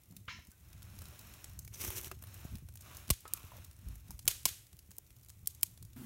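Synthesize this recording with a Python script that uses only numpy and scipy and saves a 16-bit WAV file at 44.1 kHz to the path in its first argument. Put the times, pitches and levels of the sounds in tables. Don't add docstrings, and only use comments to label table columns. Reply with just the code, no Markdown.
import sys
import numpy as np
from scipy import signal
from scipy.fft import rfft, irfft, next_fast_len
from scipy.io import wavfile
from scipy.ndimage import uniform_filter1d

SR = 44100
rng = np.random.default_rng(int(sys.argv[2]) if len(sys.argv) > 2 else 0)


def rack_gain(trim_db):
    fader = np.asarray(trim_db, float)
    return 10 ** (fader / 20)


def inscribe(sig):
    pcm = np.round(np.clip(np.atleast_2d(sig).T, -1, 1) * 32767)
    wavfile.write(sys.argv[1], SR, pcm.astype(np.int16))


N = 267113
SIZE = 2048
FIREBOX_T60 = .022

# [f/Hz, density/dB]
CARD_COLOUR = [(1760, -17), (3000, -6.5), (4800, -10), (5740, 2), (7420, -5), (10500, -4.5), (14200, 0.5),
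               (16000, -9), (16500, -41)]


def colour(x, points):
    hz, db = np.transpose(points)
    n = next_fast_len(len(x))
    f = np.maximum(np.arange(n // 2 + 1) * SR / n, 1)
    gain_db = np.interp(np.log(f), np.log(hz), db, left=db[0] - 20, right=db[-1] - 20)
    y = irfft(rfft(x, n) * rack_gain(gain_db), n)[:len(x)]
    return y / np.sqrt(np.mean(y ** 2))


def band(x, lo_hz, hi_hz, order=2):
    sos = signal.butter(order, [lo_hz, min(hi_hz, .45 * SR)], "band", fs=SR, output="sos")
    return signal.sosfilt(sos, x)


def walk(rate):
    hold = int(SR / rate)
    steps = np.repeat(rng.standard_normal(N // hold + 1), hold)
    return 0.54 * uniform_filter1d(uniform_filter1d(steps, hold), hold)[:N]


def fade(t, t60):
    return (t >= 0) * rack_gain(-60 * np.maximum(t, 0) / t60)


def swell(t, start, length, edge):
    ramp_s = length * np.clip(edge, .05, 1) / 2
    ramp = np.clip(np.minimum(t - start, start + length - t) / ramp_s, 0, 1)
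    return np.sin(np.pi / 2 * ramp) ** 2


def add(track, s, sound):
    i = int(s * SR)
    track[i:i + len(sound)] += sound[:N - i]


def grains(rate, spread_db):
    size_db = spread_db * np.minimum(rng.exponential(size=N), 3)
    return (rng.random(N) < rate / SR) * rng.standard_normal(N) * rack_gain(size_db)


def flames(t):
    # [t/s, flutter level/dB]
    strength = [(0, -66.5), (.4, -75), (.57, -65.5), (1.2, -67), (1.6, -52), (2.4, -54), (3.08, -57),
                (3.21, -63.5), (3.27, -57), (3.62, -56.5), (3.76, -61), (4.2, -56), (4.5, -61),
                (4.69, -64.5), (5.16, -62), (5.4, -59), (5.93, -56.5)]
    # [centre t/s, length/s, flutter level/dB, flap level/dB]
    puffs = [(0.15, 0.24, -61, -65), (0.34, 0.31, -62, -64.5), (0.489, 0.035, -52, -69),
             (0.712, 0.35, -58.5, -76), (0.976, 0.51, -52, -65.5), (1.27, 0.28, -60.5, -68),
             (1.56, .25, -60, -89), (1.874, 0.099, -47, -53.5), (2.454, 0.026, -75, -63),
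             (2.541, 0.081, -42.5, -50.5), (2.643, 0.044, -48, -69), (3.103, 0.064, -53, -50),
             (3.894, .2, -52.5, -60), (4.098, 0.17, -58, -62), (4.277, 0.069, -48.5, -56),
             (4.46, 0.051, -54, -57), (4.74, 0.044, -50, -90), (5.445, 0.041, -55, -69),
             (5.835, 0.075, -52, -89)]
    # [f/Hz, density/dB]
    flutter_colour = [(12, -31), (26, -3), (45, -5.5), (69, 4.5), (86, 3), (115, 1.5), (151, -10.5),
                      (182, -11), (200, -17), (260, -65), (440, -120)]
    fire_db = np.interp(t, *np.transpose(strength))
    low = rack_gain(fire_db)
    high = rack_gain(-75 + 1.6 * (fire_db + 56))
    for s, length, flutter_db, flap_db in puffs:
        puff = swell(t, s - length / 2, length, 1)
        low = low + rack_gain(flutter_db) * puff
        high = high + rack_gain(flap_db) * puff
    flutter = colour(rng.standard_normal(N), flutter_colour) * low * rack_gain(1.6 * walk(21))
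    flap = 12 * band(rng.standard_normal(N), 101, 257.0, order=3) * high * rack_gain(2.0 * walk(25.3))
    return flutter + flap


def off_stove_face(x):
    lag = 0.78 * SR / 1000 * (1 + 0.11 * walk(3.03))
    return x + 0.25 * np.interp(np.arange(N) - lag, np.arange(N), x)


def sleeve_and_hiss(t):
    # [start t/s, length/s, sleeve level/dB]
    moves = [
        (0.547, 0.5, -73.5),
        (0.759, 0.95, -64.5),
        (1.735, 0.47, -66),
        (2.15, 0.51, -64),
        (2.75, 0.41, -63),
        (3.182, 0.6, -66),
        (3.695, 0.39, -76.5),
        (3.827, 0.16, -77.5),
        (4.025, 0.16, -73.5),
        (5.406, 0.4, -85),
    ]
    # [f/Hz, density/dB]
    sleeve_colour = [(180, -26), (300, -1), (451, -24), (580, 5), (765, 2), (1200, 0.5), (1600, 1),
                     (2540, -0.5), (3170, -2), (4190, -4), (4900, -10), (5380, -2), (7000, -7), (9100, -50),
                     (15400, -120)]
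    # [f/Hz, density/dB]
    hiss_colour = [(180, 2.5), (300, 6.5), (367, 4), (449, 0.5), (938, -9), (1720, -12), (1960, -4.5),
                   (4850, -11), (7020, -5.5), (10300, -5.5), (11400, -2), (14700, -7.5), (15700, 0),
                   (16500, -16)]
    rest_db, hiss_rest_db, hiss_stirred_db = -80.5, -71, 1
    moving = sum(rack_gain(db) * swell(t, s, length, 0.75) for s, length, db in moves)
    cloth = colour(off_stove_face(grains(6000, 0.52)), sleeve_colour)
    sleeve = cloth * (moving + rack_gain(rest_db)) * rack_gain(1.3 * walk(40))
    smear = rng.standard_normal(256) * fade(np.arange(256) / SR, FIREBOX_T60)
    tiny_ticks = colour(signal.fftconvolve(grains(130, 2.5), smear)[:N], CARD_COLOUR)
    hiss = colour(rng.standard_normal(N), hiss_colour) * rack_gain(0.86 * walk(63)) + rack_gain(-5) * tiny_ticks
    hiss_level = np.hypot(rack_gain(hiss_rest_db + 0.5 * walk(8.7)), rack_gain(hiss_stirred_db) * moving)
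    return sleeve + hiss * hiss_level


def crack(x, hz, dull_db):
    return band(x, hz / 3, hz * 3.41) + rack_gain(dull_db + 6.0) * band(x, 310, 4700, order=1)


def crackles():
    # [t/s, peak level/dB, thud level/dB]
    paper = [(0.0353, -46, -18), (0.11, -47, -20), (0.1667, -37.5, -23), (0.507, -49, -18),
             (0.7298, -43, -12), (0.8285, -40, -29), (1.01, -46, -22), (1.055, -39.5, -14),
             (1.591, -30.5, -21.5), (1.6487, -38.5, -11), (2.6873, -40, -5), (2.7556, -36.5, -12),
             (2.8104, -41, -26), (2.969, -33.5, -15), (3.206, -40.5, -32), (3.2787, -33, -12),
             (3.6462, -38.5, -18), (3.731, -49, -17), (3.789, -50, -14), (3.886, -45, -15),
             (4.1916, -34.5, -12.5), (4.6678, -46, -28), (4.79, -39, -26), (5.2607, -45.5, -16),
             (5.2949, -40.5, -25), (5.459, -42, -20), (5.5486, -40, -16), (5.6103, -43.5, -20),
             (5.8263, -38, -16), (5.8499, -43, -20), (4.4315, -45, -20), (5.625, -40, -13),
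             (4.114, -40.5, -16)]
    # [t/s, peak level/dB, thud level/dB]
    kindling = [(0.4704, -43.5, -10), (.516, -43.5, -13), (.821, -45.5, 3), (0.9885, -37.5, -9),
                (1.0183, -37.5, -4.5), (1.1917, -38, -15), (1.338, -40, -17), (1.4428, -32.5, -8.5),
                (1.5332, -44.5, -15), (1.6772, -39, -8), (2.8216, -40, -15), (2.9477, -38.5, -10),
                (3.08, -35.5, -7), (3.0917, -36.5, 6), (3.4307, -42, -18), (3.712, -44.5, -7),
                (3.9556, -43.5, -15), (4.1066, -32.5, -21), (4.2544, -35, -10), (4.267, -42, 5),
                (4.7293, -45.5, -7), (4.9073, -45, -11), (4.915, -38.5, -7), (5.0656, -49, -18),
                (5.105, -45, -15), (5.165, -47.5, -14), (5.2856, -41, -15), (5.3012, -39.5, -13),
                (5.775, -41.5, -5), (5.9325, -46.5, -24)]
    # [t/s, peak level/dB, f/Hz]
    creases = [(1.739, -42, 8300), (1.743, -37, 8300), (1.755, -41, 9000), (1.8164, -28, 12000),
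               (1.848, -24, 9000), (1.877, -31, 11000), (1.9035, -27, 24000), (2.0344, -34, 28000),
               (2.0447, -27, 8000), (2.114, -33, 9000), (2.224, -37, 12100), (2.238, -36, 18000),
               (2.271, -39.5, 8300), (2.342, -38, 22100), (2.5423, -50, 12000), (2.5543, -38, 10000),
               (2.5838, -44.5, 12000), (2.773, -40, 12000)]
    paper_hz, kindling_hz, pitch_spread = 10900, 11000, 0.28
    splinter_ms, spike = 3.15, 0.64
    rows = [(*row, paper_hz) for row in paper]
    rows += [(*row, kindling_hz) for row in kindling]
    rows += [(s, db, -9.5, hz) for s, db, hz in creases]
    for place, u, v in rng.uniform(0.013, 0.91, (14, 3)):
        rows.append((place * N / SR, -54 + 2.2 * np.log(1 / u), -26 + 12 * v, kindling_hz))
    near, t = np.zeros(N), np.arange(SIZE) / SR
    decay = np.exp(-t * 1000 / splinter_ms) + 0.087 * fade(t, 2 * FIREBOX_T60)
    for s, db, dull_db, hz in rows:
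        noise = rng.standard_normal(SIZE)
        splinters = noise * np.abs(noise) ** spike * decay
        sound = crack(splinters, hz * np.exp(pitch_spread * rng.standard_normal()), dull_db)
        add(near, s, rack_gain(db) * sound / np.abs(sound).max())
    return near


def cabin(send):
    # [f/Hz, density/dB]
    tail_colour = [(180, -47), (300, -12), (1060, -11), (2100, -5), (3200, 0), (4600, -2), (6300, -0.5),
                   (13500, -2), (15700, -11), (16500, -26)]
    far_wall_ms, t60 = 33.5, 0.43
    t = np.arange(SR // 2) / SR
    build = np.minimum(t / 0.0026, 1) * fade(t, t60)
    slap = 0.8 * np.exp(-((t - far_wall_ms / 1000) / 0.0055) ** 2)
    tail = colour(rng.standard_normal(len(t)), tail_colour) * (build + slap)
    return signal.fftconvolve(send, tail)[:N]


def bumps():
    # [t/s, peak level/dB, f/Hz, t60/s]
    low_bumps = [(0.385, -44, 81, 0.061), (0.486, -41, 88.5, 0.041), (1.846, -54, 87, 0.023),
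                 (2.4507, -30.5, 141, 0.025), (2.539, -37, 71, 0.09), (3.108, -16, 70, 0.049),
                 (3.1041, -20.5, 220, 0.015), (3.44, -38.5, 83, 0.067), (3.598, -39.5, 90.5, 0.088),
                 (3.86, -36.5, 54.8, 0.51), (4.091, -35, 65, 0.093), (4.279, -38, 99, 0.048),
                 (4.459, -28, 113, 0.016), (4.737, -46.5, 89, 0.11), (.105, -50, 175, .18),
                 (.165, -51, 190, .16), (.94, -52, 200, .14), (1.02, -50.5, 186, 0.15),
                 (3.87, -48, 170, .1), (4.09, -47, 180, .08), (4.89, -53.5, 180, 0.095),
                 (4.457, -36, 1020, .02), (4.456, -40, 660, .025), (4.28, -40, 660, .025),
                 (0.059, -66, 56.5, 0.08), (0.111, -54, 99.6, 0.08), (0.21, -48, 96.9, 0.11),
                  (0.278, -46, 102, 0.087), (0.674, -47, 61.9, 0.072), (0.751, -48, 121, 0.12),
                  (0.885, -44, 88, 0.12), (0.979, -46, 86.1, 0.086), (1.078, -52, 96.9, 0.059),
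                  (1.494, -45, 78.1, 0.067), (1.588, -43, 120, 0.092), (1.669, -49, 91.5, 0.08),
                  (1.96, -44, 107, 0.1), (2.069, -44, 118, 0.068), (2.169, -39.5, 88, 0.096),
                  (2.624, -42.5, 130, 0.059), (2.909, -52, 120, 0.08), (3.789, -44.5, 88, 0.08),
                  (4.14, -38, 56, 0.11), (4.247, -39, 75.4, 0.08), (4.355, -45.5, 67.3, 0.08),
                  (4.51, -46.5, 88, 0.1), (4.567, -51, 91.5, 0.08), (4.889, -56, 95, 0.08),
                  (5.109, -48, 67, 0.074), (5.284, -60, 111, 0.08), (5.369, -51, 94.2, 0.089),
                  (5.427, -48, 92, 0.066), (5.635, -46, 99.6, 0.094), (5.689, -48, 96.9, 0.08),
                  (5.819, -48, 122, 0.08), (5.911, -53, 75.4, 0.073)]
    out, t = np.zeros(N), np.arange(SR // 4) / SR
    for s, db, hz, t60 in low_bumps:
        soft_start = np.minimum(t * hz / 0.21, 1)
        add(out, s, rack_gain(db) * np.sin(2 * np.pi * hz * t) * fade(t, t60) * soft_start)
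    return out


def fibre_ticks():
    # [t/s, peak level/dB, f/Hz]
    fibres = [(0.0895, -53.5, 12100), (0.1657, -37.5, 11300), (0.4509, -44, 14900), (0.6005, -52, 9770),
              (0.6485, -53, 9600), (0.6863, -51, 11700), (0.7023, -56, 13800), (0.7796, -48, 9500),
              (0.9443, -49, 12500), (0.954, -45, 9750), (1.0413, -40, 12800), (1.085, -38, 13000),
              (1.514, -50.5, 9170), (1.5599, -56, 14000), (1.7304, -43.5, 12400), (1.8254, -32, 13900),
              (1.839, -25, 14000), (1.9649, -31, 7000), (1.9814, -37, 13200), (2.0048, -34, 13400),
              (2.0131, -30, 12100), (2.0798, -38, 8150), (2.1924, -53, 12700), (2.4144, -43, 14600),
              (2.4574, -58, 11100), (2.5104, -61, 9120), (2.5714, -46, 13700), (2.7247, -48, 13100),
              (2.7393, -41, 14800), (2.808, -39, 13200), (2.9926, -50, 12400), (3.4493, -42, 12300),
              (3.4834, -50, 7250), (3.6646, -52, 11900), (3.7404, -55, 12400), (3.7654, -47, 7660),
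              (3.7888, -50, 13000), (3.8134, -55, 7040), (3.8863, -35.5, 13600), (3.9004, -59, 12200),
              (3.9414, -50, 11400), (3.9838, -55, 10000), (4.007, -51, 9260), (4.0557, -53, 11700),
              (4.0824, -44.5, 11300), (4.1244, -47, 13500), (4.1816, -46, 13000), (4.2278, -48, 10900),
              (4.7684, -42, 12900), (4.8534, -57, 8000), (4.9372, -61, 14100), (4.9668, -42, 11600),
              (5.128, -55, 7100), (5.212, -48, 12400), (5.248, -44, 11700), (5.3921, -52, 11700),
              (5.4326, -52, 14400), (5.487, -38, 14900), (5.5624, -50, 13600), (5.7129, -45, 14600)]
    tick_ms, span, trim_db = 0.87, 1.45, -2
    out, t = np.zeros(N), np.arange(SIZE // 4) / SR
    decay = np.exp(-t * 1000 / tick_ms) + .12 * fade(t, FIREBOX_T60)
    for s, db, hz in fibres:
        burst = rng.standard_normal(len(t)) * decay
        sound = band(burst, hz / span, hz * span, order=1)
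        add(out, s, rack_gain(db + trim_db) * sound / np.abs(sound).max())
    return out


def ringing_taps():
    # [t/s, peak level/dB, f/Hz, t60/s]
    modes = [(.281, -56, 500, .05), (.388, -55.5, 700, .034), (.518, -69, 1530, .2),
             (1.125, -58, 596, .075), (1.677, -49.5, 2270, .02), (1.7395, -44, 6330, .025),
             (1.746, -49, 6000, .036), (2.1148, -40.5, 1264, .024), (2.115, -49, 2700, .042),
             (2.117, -45.5, 376, .079), (2.449, -50.5, 715, .032), (3.1028, -36, 590, .02),
             (3.103, -32, 2450, .02), (3.253, -50, 398, .042), (3.2535, -48, 845, .025),
             (3.254, -46, 1283, .1), (3.336, -46, 330, .03), (3.436, -54, 440, .04),
             (3.519, -48.5, 1000, .041), (3.535, -55, 680, .06), (3.553, -54, 600, .06),
             (3.583, -50, 557, .027), (4.107, -52.5, 907, .033), (4.1915, -53, 2730, .013),
             (4.279, -40, 380, .03), (5.632, -47, 350, .03), (5.6325, -51, 960, .035),
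             (5.6315, -34, 2350, .016), (4.4555, -41, 355, .035), (4.985, -58, 420, .03),
             (4.986, -58, 900, .015), (.12, -60, 270, .12), (1.02, -58, 470, .03), (1.44, -56, 330, .04),
             (5.826, -60, 350, .03), (5.474, -54, 450, .03)]
    out, t = np.zeros(N), np.arange(SR // 4) / SR
    for s, db, hz, t60 in modes:
        contact = 1 + 4 * band(rng.standard_normal(len(t)), 40, 460, order=1)
        add(out, s, rack_gain(db) * np.sin(2 * np.pi * hz * t) * fade(t, t60) * contact)
    return out


def far_knock(t):
    # [f/Hz, width/Hz, level/dB]
    modes = [(1016, 19, -6), (1380, 23, -12), (1860, 67, -7), (2180, 63, -5), (2710, 65, -8.5),
             (3000, 25, -12), (3900, 32, -10), (5220, 26, -7)]
    knock_s, level_db, t60 = 0.2773, -36.5, 0.38
    after = t - knock_s
    early = np.clip(after / 0.0071, 0, 1)
    late = np.clip(after / 0.084, 0, 1) * fade(after, t60)
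    out = 3 * band(rng.standard_normal(N) * early * fade(after, 0.076), 980, 2940, order=3)
    out = out + 0.5 * band(rng.standard_normal(N) * late, 5400, 7200, order=3)
    out = out + 0.5 * band(rng.standard_normal(N) * late, 3300, 4500, order=3)
    echoes = rng.standard_normal(N) * early * fade(after, t60)
    for hz, width, db in modes:
        build = np.clip(after / 0.026 * 3500 / hz, 0, 1) ** (hz / 1500)
        ring = band(echoes, hz - 1.66 * width, hz + 1.94 * width, order=1)
        out = out + 4 * rack_gain(db) * build * ring
    return rack_gain(level_db) * band(out, 940, 6900, order=8)


def log_drag(t):
    # [t/s, level/dB, woody part level/dB]
    pull = [
        (1.719, -77, 10),
        (1.74, -57.5, -9.5),
        (1.79, -54.5, -7),
        (1.815, -41.5, -8),
        (1.945, -49, -7.5),
        (1.97, -44.5, -9),
        (2.025, -54.5, -6),
        (2.06, -46.5, -5.5),
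        (2.14, -86, 2),
    ]
    # [f/Hz, density/dB]
    wood_colour = [(120, -46), (200, -13), (382, 5), (446, -2.5), (793, -13), (915, -6.5), (1920, -7.5),
                   (2190, -3), (3500, -10.5), (4550, -27), (7700, -120)]
    s, db, wood_db = np.transpose(pull)
    grip = rack_gain(np.interp(t, s, db, left=-120, right=-120) + 4.5 * walk(90))
    card = colour(grains(11000, 2.2), CARD_COLOUR)
    wood = colour(grains(5000, 4.2), wood_colour) * rack_gain(np.interp(t, s, wood_db))
    return grip * (card + wood)


def hollow_rub(t):
    # [t/s, level/dB]
    strokes = [
        [(2.82, -82), (2.848, -73), (2.926, -63.5), (3.03, -73)],
        [(3.25, -65), (3.314, -65), (3.324, -59.5), (3.542, -66), (3.6, -74)],
    ]
    # [f/Hz, width/Hz, level/dB]
    resonances = [(1170, 340, 0.5), (2730, 870, -7)]
    slips = grains(2500, 2.5) * rack_gain(5.6 * walk(64))
    ring = sum(rack_gain(db) * band(slips, hz - width / 2, hz + width / 2) for hz, width, db in resonances)
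    force = 0
    for stroke in strokes:
        force = force + rack_gain(np.interp(t, *np.transpose(stroke), left=-120, right=-120))
    return force * ring / np.std(ring)


def pops():
    # [t/s, peak level/dB, hearth echo/ms, back-wall swarm level/dB, cabin level/dB]
    bursts = [
        (3.1027, -11, 1.45, -17, -38),
        (4.2781, -6.5, 1.3, -25, -33),
        (4.4547, -7.5, 1.27, -26, -33),
    ]
    hz, wall_ms, wall_t60, wall_share = 10300, 3.2, .02, 0.14
    box_hz, box_width_hz = 1080, 255
    cross_hz, cross_width_hz = 3270, 1260
    near, send, t = np.zeros(N), np.zeros(N), np.arange(SIZE) / SR
    snap = 1. * (t == 0)
    for s, db, echo_ms, wall_db, cabin_db in bursts:
        hearth = np.roll(snap, int(echo_ms * SR / 1000))
        back_wall = np.roll(snap, int(wall_ms * SR / 1000))
        direct = snap + hearth - wall_share * back_wall
        ringing = rack_gain(-27) * (fade(t, .01) + fade(t - echo_ms / 1000, .033))
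        wall_ringing = rack_gain(wall_db) * fade(t - wall_ms / 1000, wall_t60)
        swarm = (ringing + wall_ringing) * rng.laplace(size=SIZE)
        front = band(direct, hz / 3.1, hz * 1.4) + band(swarm, hz / 2.6, hz * 1.6)
        boom = rack_gain(0.5) * band(swarm, box_hz - box_width_hz / 2, box_hz + box_width_hz / 2, order=1)
        cross = rack_gain(1.5) * band(swarm, cross_hz - cross_width_hz / 2, cross_hz + cross_width_hz / 2, order=1)
        body = rack_gain(-20) * band(direct, 610, 3800, order=1)
        add(near, s, rack_gain(db + 7.5) * (front + boom + cross - body))
        add(send, s, rack_gain(db + cabin_db) * snap)
    return near, send


def spits():
    # [t/s, peak level/dB, middle level/dB, splinter swarm level/dB, cabin level/dB]
    bursts = [
        (3.3366, -8, -24, -31, -46),
        (4.9843, -22, -24, -34, -60),
        (5.4728, -17, -13, -12, -38),
        (5.6314, -6, -12, -20, -47),
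    ]
    swarm_t60, middle_t60, echo_ms, body_db = .015, .03, 1.3, -15
    near, send, t = np.zeros(N), np.zeros(N), np.arange(SIZE) / SR
    snap = 1. * (t == 0)
    for s, db, middle_db, swarm_db, cabin_db in bursts:
        swarm = rack_gain(swarm_db) * fade(t, swarm_t60) * rng.laplace(size=SIZE)
        burst = snap + swarm + np.roll(swarm, int(echo_ms * SR / 1000))
        bright = band(burst, 7800, 19500)
        middle = band(band(burst * fade(t, middle_t60), 2200, 9000, order=1), 2000, 19500)
        body = rack_gain(body_db) * band(burst, 210, 1100, order=1)
        add(near, s, rack_gain(db + 7.5) * (bright + rack_gain(middle_db) * (middle + body)))
        add(send, s, rack_gain(db + cabin_db) * band(snap, 6000, 19500, order=1))
    return near, send


def draught(t):
    # [f/Hz, density/dB]
    rush_colour = [(24, -42), (40, -7), (155, -4), (245, -5.5), (320, -12.5), (485, -29), (802, -27),
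                   (957, -25.5), (1430, -26), (1750, -29.5), (3460, -31.5), (4920, -35), (14500, -29.5),
                   (16500, -31)]
    rush = rack_gain(-50) * colour(rng.standard_normal(N), rush_colour)
    hum = rack_gain(-50 + 3 * walk(40)) * np.sin(2 * np.pi * 247 * t)
    return rush + hum


def scene():
    t = np.arange(N) / SR
    fire = flames(t) + sleeve_and_hiss(t)
    small = crackles() + fibre_ticks()
    hand = bumps() + ringing_taps() + log_drag(t) + hollow_rub(t)
    pop_near, pop_send = pops()
    spit_near, spit_send = spits()
    room = cabin(pop_send + spit_send + rack_gain(-48.0) * small)
    door = fire + small + hand + far_knock(t) + pop_near + spit_near + room
    away = np.clip((t - 5.96) / 0.0038, 0, 1)
    return (door * (1 - away) + draught(t) * away)[None]


def band_limit(x):
    return signal.sosfilt(signal.butter(12, 17010, fs=SR, output="sos"), x)


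def record(dry):
    nudge_s, length_s, ramp_s, nudge_db = 3.13, .122, .08, 0.5
    after = np.arange(N) / SR - nudge_s
    mic = dry * rack_gain(nudge_db * np.clip(after / ramp_s, 0, 1) * (after < length_s))
    mic = signal.sosfilt(signal.butter(3, 36, "high", fs=SR, output="sos"), mic)
    mic = signal.sosfiltfilt(signal.ellip(6, .2, 30, 15800, fs=SR, output="sos"), mic)
    return band_limit(mic)


dry = scene()
out = record(dry)
inscribe(out)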